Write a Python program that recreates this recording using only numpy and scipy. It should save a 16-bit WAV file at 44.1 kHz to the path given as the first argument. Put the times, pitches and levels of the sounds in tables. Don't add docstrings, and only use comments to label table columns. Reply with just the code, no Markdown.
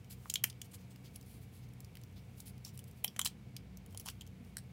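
import sys
import numpy as np
from scipy import signal
from scipy.fft import rfft, irfft
from scipy.io import wavfile
from scipy.ndimage import uniform_filter1d

SR = 44100
rng = np.random.default_rng(int(sys.argv[2]) if len(sys.argv) > 2 else 0)


def attenuation_scalar(level_db):
    decades = np.asarray(level_db, float) / 20
    return 10 ** decades


def transcribe(signal):
    frames = np.atleast_2d(signal).T
    limited = np.clip(frames, -1, 1)
    pcm = np.round(limited * 32767).astype(np.int16)
    wavfile.write(sys.argv[1], SR, pcm)


N = 208548

# f/Hz, density/dB per Hz
AIR_SPECTRUM = [(21, -33.5), (35, -18.5), (91, 1), (124, 1), (212, -7), (329, -17), (472, -20), (551, -31),
                (713, -22), (790, -28.5), (1620, -31.5), (2270, -30), (2860, -31), (14900, -51),
                (16500, -45)]
AIR_DB = -55.5
# f/Hz, width/Hz, level/dB
DUCT_MODES = [(2230, 450, -79.5), (2250, 51, -81), (2710, 60, -91), (469, 70, -73), (720, 120, -80),
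              (907, 67, -86.5)]
FAN_SHAFT_HZ = 31
# shaft order, level/dB
FAN_ORDERS = [(2, -62), (3, -61), (4, -59), (6, -63), (7, -67.5), (9, -76.5)]
# t/s, rustle level/dB
GRIP_LEVELS = [(0.0, -76), (0.13, -75), (0.28, -63), (0.41, -77), (1.25, -72), (1.41, -73), (1.58, -77),
               (2.42, -73), (2.57, -76), (3.15, -73.5), (3.28, -70), (3.34, -78.5), (3.87, -81),
               (4.08, -65.5), (4.21, -78), (4.73, -76.5)]

# f/Hz, width/Hz
STRUT_MODES = [(4750, 810), (5500, 330), (6300, 180), (7150, 100), (8000, 110), (10200, 480)]
TUBE_HZ, TUBE_WIDTH_HZ = 3150, 300
# t/s, peak level/dB, brightest f/Hz, tube ring/dB re peak
TICK_EVENTS = [(0.045, -54.5, 5430, -5), (0.3114, -41, 5040, -17), (0.5275, -52.5, 4400, 0),
               (0.9597, -52, 5000, -15), (1.2116, -46, 7800, -25), (1.2266, -52, 5010, -17),
               (1.688, -56, 6160, -13), (1.735, -55, 9420, -8), (1.8043, -40.5, 10300, -30),
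               (1.8462, -45, 4840, -15), (1.9536, -42.5, 4300, -9), (1.9699, -43.5, 4600, -4.5),
               (2.0142, -53, 7290, -7), (2.0358, -46, 4600, -17), (2.579, -52.5, 4790, -8),
               (2.7754, -40.5, 8800, -11.5), (2.791, -40, 9100, -8.5), (2.8404, -44, 7900, -26),
               (2.9118, -52, 9550, -26.5), (3.19, -40, 11040, -6), (3.7717, -44.5, 6200, -31),
               (3.8613, -46, 10300, -11), (3.908, -56, 6100, -18), (3.9254, -53, 7610, -12),
               (3.947, -42.5, 6600, -6), (4.2183, -47, 4770, 1), (4.2653, -49, 6100, -10),
               (4.2745, -48, 6570, -12), (4.4473, -54.5, 5400, -19), (1.2625, -53, 11000, -25)]
TICK_TOP_DB, TICK_T60_S = -5, 0.013
# t/s, peak level/dB, brightest f/Hz, tube ring/dB re peak, airy top/dB re peak
BREAK_EVENTS = [(0.2972, -38, 4080, -11, 0), (0.2994, -22, 6840, -12, -15), (0.3387, -19.5, 7200, -15, -8),
                (0.3562, -22, 6340, -1, -15), (0.4383, -22.5, 6100, -30, 6.5), (0.4406, -16, 6630, -5, -8),
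                (0.499, -36, 4700, -9, -23), (0.616, -31, 6800, -6.5, -14),
                (1.1589, -36.5, 11100, -14.5, -4), (2.4021, -37.5, 11000, -30, -8),
                (2.6487, -33, 5640, -30, -25), (3.0406, -41.5, 8690, -10, 14),
                (3.0445, -19.5, 10400, -6, 2), (3.0783, -32.5, 5170, -6.5, -14),
                (3.1628, -39, 6900, -3.5, -24), (3.1928, -15.5, 8470, -8.5, -12),
                (3.2146, -21.5, 7300, -6.5, -16), (3.5651, -32, 5000, -9, -12),
                (3.9742, -28, 10000, -25, -14), (3.9974, -35, 5800, -13, 2), (4.2093, -38.5, 6900, -1, -16)]
BREAK_T60_S, TEAR_S_PER_DB = 0.014, 0.0004
# t/s, peak level/dB, brightest f/Hz, tube ring/dB re peak
CRUNCH_EVENTS = [(3.248, -22, 7640, -29), (3.2559, -21.5, 7700, -8.5), (3.2602, -21.5, 4070, -7.5),
                 (3.2636, -34, 4130, 1), (3.2732, -26, 8100, -11), (4.0593, -35.5, 9050, -11),
                 (4.0663, -39.5, 5200, -3.5), (4.0751, -38, 5500, -8), (4.081, -35, 5600, -10),
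                 (4.0855, -29, 5500, -6), (4.0991, -37, 8120, -8), (4.1124, -54, 5560, -8)]
CRUNCH_TOP_DB, CRUNCH_T60_S = -13, 0.024

# f/Hz, t60/s
ROOM_DECAY = [(800, 0.15), (3000, 0.15), (7000, 0.11), (15000, 0.11)]
ROOM_DB = -13.5
# f/Hz, width/Hz, boost (ratio)
BASIN_HOLLOW = (3150, 240, .14)

# t/s, length/s,
# level/dB, centre f/Hz
SLIP_EVENTS = [(0.094, 0.053, -53, 10800), (0.454, 0.046, -59, 9000), (0.638, 0.031, -61, 9200),
               (0.71, 0.021, -61, 8200), (0.73, 0.032, -52, 9600), (0.77, 0.086, -69.5, 5640),
               (0.896, 0.043, -65, 7400), (1.038, 0.051, -60.5, 4700), (1.134, .03, -66, 9900),
               (1.153, 0.012, -59, 4970), (1.243, 0.16, -64, 10800), (1.404, 0.058, -66.5, 10700),
               (1.514, 0.098, -64.5, 10600), (1.613, 0.054, -69.5, 4900), (2.155, 0.051, -65, 4300),
               (2.36, 0.075, -62, 12100), (2.452, 0.055, -54, 11000), (2.64, 0.065, -54.5, 5600),
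               (2.732, 0.037, -64, 11900), (2.788, 0.017, -58, 10100), (2.87, 0.03, -64, 11800),
               (2.952, .06, -69, 12000), (3.249, 0.023, -42, 7860), (3.88, 0.085, -72, 9000),
               (3.997, 0.024, -55, 11000), (4.052, 0.024, -54, 9000), (4.084, 0.03, -52.5, 5400),
               (4.43, 0.1, -73.5, 11000), (4.572, 0.03, -64, 8000)]

# t/s, peak level/dB, f/Hz, t60/s
KNOCK_EVENTS = [(0.257, -41, 1050, 0.0091), (0.356, -46, 980, 0.0099), (0.441, -44, 1400, 0.027),
                (0.738, -53.5, 1170, 0.02), (2.399, -58, 716, 0.02), (2.669, -54.5, 790, 0.029),
                (2.794, -65, 552, 0.02), (3.0448, -35, 760, 0.008), (3.163, -49, 573, 0.011),
                (3.193, -33.5, 1050, 0.014), (3.215, -44, 935, 0.016), (3.248, -47, 980, 0.02),
                (3.259, -37, 1000, 0.03), (3.947, -45, 560, 0.036), (4.059, -46.5, 890, 0.037),
                (4.067, -49, 980, 0.037), (4.077, -43.5, 920, 0.036), (4.086, -42.5, 1330, 0.033)]
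# t/s, peak level/dB, f/Hz
BRANCH_EVENTS = [(0.2995, -40, 2700), (0.3566, -29, 2500), (0.4412, -21.5, 2150), (0.616, -42, 2470),
                 (0.9592, -50, 2030), (1.9535, -47.5, 2480), (1.97, -50, 2100), (3.0448, -29.5, 2000),
                 (3.1628, -43, 1740), (3.1925, -28, 2120), (3.214, -49, 2150), (3.2719, -41, 2300),
                 (3.566, -49.5, 2520), (4.0856, -46, 1790), (4.21, -55, 2230)]
BRANCH_T60_S = 0.021

# t/s, level/dB, f/Hz, t60/s
FAR_BUMP = (4.402, -44, 238, .13)

# t/s, peak level/dB
BOUNCE_EVENTS = [
    (4.5688, -27),
    (4.582, -36),
    (4.5875, -44),
    (4.597, -52),
    (4.636, -62),
]
# f/Hz, width/Hz, level/dB
BASIN_MODES = [(1700, 150, -14), (2000, 300, -10), (4400, 700, -3), (5500, 260, -8), (8150, 260, 0),
               (10300, 350, -1), (13500, 1500, -14)]
IMPACT_T60_S, IMPACT_DB = 0.011, -9


def evened(x):
    return x / np.sqrt(np.mean(x ** 2) + 1e-20)


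def peaked(x):
    return x / abs(x).max()


def read(points, f_hz):
    table_hz, value = np.transpose(points)
    return np.interp(np.log(f_hz + 1), np.log(table_hz + 1), value)


def add(mix, t_s, sound):
    part = mix[round(t_s * SR):][:len(sound)]
    part += sound[:len(part)]


def resonate(x, f_hz, width_hz):
    turn = np.exp(2j * np.pi * f_hz * np.arange(len(x)) / SR)
    pole = np.exp(-np.pi * abs(width_hz) / SR)
    smooth = signal.lfilter([1 - pole], [1, -pole], x / turn)
    return 2 * (turn * smooth).real


def treble(x, f_hz):
    return signal.sosfilt(signal.butter(2, f_hz, "high", fs=SR, output="sos"), x)


def band(x, order, low_hz, high_hz):
    return signal.sosfilt(signal.butter(order, [low_hz, high_hz], "band", fs=SR, output="sos"), x)


def fading(noise, t60_s):
    t_s = np.arange(len(noise)) / SR
    decay = attenuation_scalar(-60 * t_s / np.clip(t60_s, 0.004, 0.1))
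    return noise * decay * np.minimum(t_s / 0.0004, 1)


def grit(count, spread_db):
    ticks = evened(uniform_filter1d(rng.standard_normal(count), size=24))
    clumps = evened(uniform_filter1d(rng.standard_normal(count), size=160))
    return evened(rng.standard_normal(count) * attenuation_scalar(spread_db * (ticks + 0.6 * clumps)))


def room_air():
    f_hz = np.fft.rfftfreq(N, 1 / SR)
    air = irfft(rfft(rng.standard_normal(N)) * attenuation_scalar(read(AIR_SPECTRUM, f_hz)), N)
    out = attenuation_scalar(AIR_DB) * evened(air)
    for mode_hz, width_hz, db in DUCT_MODES:
        out += attenuation_scalar(db) * evened(resonate(rng.standard_normal(N), mode_hz, width_hz))
    return out


def fan():
    out, t_s = np.zeros(N), np.arange(N) / SR
    for order, db in FAN_ORDERS:
        f_hz = order * FAN_SHAFT_HZ
        steady = np.sin(2 * np.pi * (f_hz * t_s + rng.random()))
        fringe = resonate(resonate(rng.standard_normal(N), f_hz, 4.5), f_hz, 13.0)
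        out += attenuation_scalar(db) * (steady + 0.6 * evened(fringe))
    return out


def grip():
    grip_s, level_db = np.transpose(GRIP_LEVELS)
    rustle = treble(treble(grit(count=N, spread_db=1.5), 4500), 3000)
    return attenuation_scalar(np.interp(np.arange(N) / SR, grip_s, level_db) - 1.0) * evened(rustle)


def snap(f_hz, tube_db, top_db, t60_s, noise, reach):
    burst = fading(noise, t60_s)
    ringing = np.zeros(len(noise))
    for (strut_hz, width_hz), strut_reach in zip(STRUT_MODES, reach):
        nearness = strut_reach / (1 + (np.log(strut_hz / f_hz) / 0.25) ** 2)
        ringing += nearness * resonate(burst, strut_hz, width_hz)
    crack = 0.5 * resonate(burst, 13000, 9600) + resonate(burst, f_hz, 0.11 * f_hz)
    body = band(crack + 1.3 * ringing, 2, 3700, 11500)
    top = band(fading(noise[::-1], t60_s), 3, 11000, 17000)
    puff = resonate(fading(noise, 0.6 * t60_s), TUBE_HZ, TUBE_WIDTH_HZ)
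    tube = resonate(puff, 0.96 * TUBE_HZ, 1300)
    return peaked(body) + (0.14 + attenuation_scalar(top_db)) * peaked(top) + attenuation_scalar(tube_db) * peaked(tube)


def snaps():
    rows = [(*row, TICK_TOP_DB, TICK_T60_S) for row in TICK_EVENTS]
    rows += [(*row, BREAK_T60_S - TEAR_S_PER_DB * (row[1] + 20)) for row in BREAK_EVENTS]
    rows += [(*row, CRUNCH_TOP_DB, CRUNCH_T60_S) for row in CRUNCH_EVENTS]
    out = np.zeros(N)
    reaches = rng.uniform(0.13, 1.05, (len(rows), len(STRUT_MODES)))
    tearing = grit(count=len(rows) * 3000, spread_db=2.5).reshape(len(rows), -1)
    for (t_s, db, *colour), noise, reach in zip(rows, tearing, reaches):
        add(out, t_s, attenuation_scalar(db - 1.4) * snap(*colour, noise, reach))
    return out


def room(x):
    count = SR // 2
    taps = rng.choice([-1., 1.], count) * (rng.random(count) < 0.15) * (np.arange(count) > 90)
    f_hz, t_s, z = signal.stft(taps, SR, nperseg=128)
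    decay = attenuation_scalar(-60 * t_s / read(ROOM_DECAY, f_hz)[:, None])
    tail = signal.istft(z * decay, SR, nperseg=128)[1]
    hollow_hz, width_hz, boost = BASIN_HOLLOW
    tail = tail + boost * resonate(tail, hollow_hz, width_hz)
    return signal.fftconvolve(x, tail / np.linalg.norm(tail))[:N]


def slips():
    out, source = np.zeros(N), grit(count=N, spread_db=2.1)
    ridge_ratios = rng.uniform(0.6, 1.35, (len(SLIP_EVENTS), 4))
    for (t_s, length_s, db, f_hz), ratios in zip(SLIP_EVENTS, ridge_ratios):
        piece = source[round(t_s * SR):][:round(1.3 * length_s * SR)]
        hiss = 0.6 * piece + resonate(piece, f_hz, 0.21 * f_hz)
        hiss += 0.5 * resonate(piece, TUBE_HZ, 900) + 0.65 * resonate(piece, 4600, 930)
        hiss += 0.41 * treble(piece, 10000)
        ridges = sum(resonate(piece, ratio * f_hz, 500) for ratio in ratios)
        hiss = treble(hiss + 0.9 * ridges, 2200)
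        u = np.linspace(0, 1, len(piece))
        swell = peaked(u ** 1.18 * (1 - u) ** 2.35)
        add(out, t_s, attenuation_scalar(db) * evened(hiss) * swell)
    return out


def knocks():
    out = np.zeros(N)
    rows = list(KNOCK_EVENTS) + [(*row, BRANCH_T60_S) for row in BRANCH_EVENTS]
    blow = 16. * (np.arange(3000) == 20)
    for (t_s, db, f_hz, t60_s), noise in zip(rows, rng.standard_normal((len(rows), 3000))):
        jolt = resonate(fading(noise + blow, t60_s), f_hz, 0.45 * f_hz)
        jolt = resonate(jolt, f_hz, 1.3 * f_hz)
        add(out, t_s, attenuation_scalar(db + 1.06) * peaked(jolt))
    return out


def far_bump():
    out, t_s = np.zeros(N), np.arange(8000) / SR
    start_s, db, f_hz, t60_s = FAR_BUMP
    tone = np.sin(2 * np.pi * f_hz * t_s) * np.minimum(t_s / 0.007, 1)
    add(out, start_s, attenuation_scalar(db - 60 * t_s / t60_s) * tone)
    return out


def dropped_piece():
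    out = np.zeros(N)
    for (t_s, db), noise in zip(BOUNCE_EVENTS, rng.standard_normal((len(BOUNCE_EVENTS), 2000))):
        blow = fading(noise, IMPACT_T60_S)
        ring = np.zeros(len(blow))
        for f_hz, width_hz, mode_db in BASIN_MODES:
            ring += attenuation_scalar(mode_db) * peaked(resonate(blow, f_hz, width_hz))
        impact = attenuation_scalar(IMPACT_DB) * peaked(treble(blow, 2500))
        add(out, t_s, attenuation_scalar(db) * peaked(ring + impact))
    return out


def scene():
    near = treble(snaps() + slips() + knocks() + dropped_piece(), 670)
    far = room_air() + fan() + far_bump()
    return (near + attenuation_scalar(ROOM_DB) * room(near) + grip() + far)[None]


def top_cut(x):
    return signal.sosfilt(signal.butter(12, 17000, fs=SR, output="sos"), x)


def record(dry):
    dry = signal.sosfilt(signal.butter(3, 54, "high", fs=SR, output="sos"), dry)
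    low = signal.oaconvolve(dry, signal.firwin(511, 15850, fs=SR)[None], "same")
    wide = signal.oaconvolve(dry, signal.firwin(511, 16700, fs=SR)[None], "same")
    above_edge_db = -30
    return top_cut(low + attenuation_scalar(above_edge_db) * (wide - low))


dry = scene()
out = record(dry)
transcribe(out)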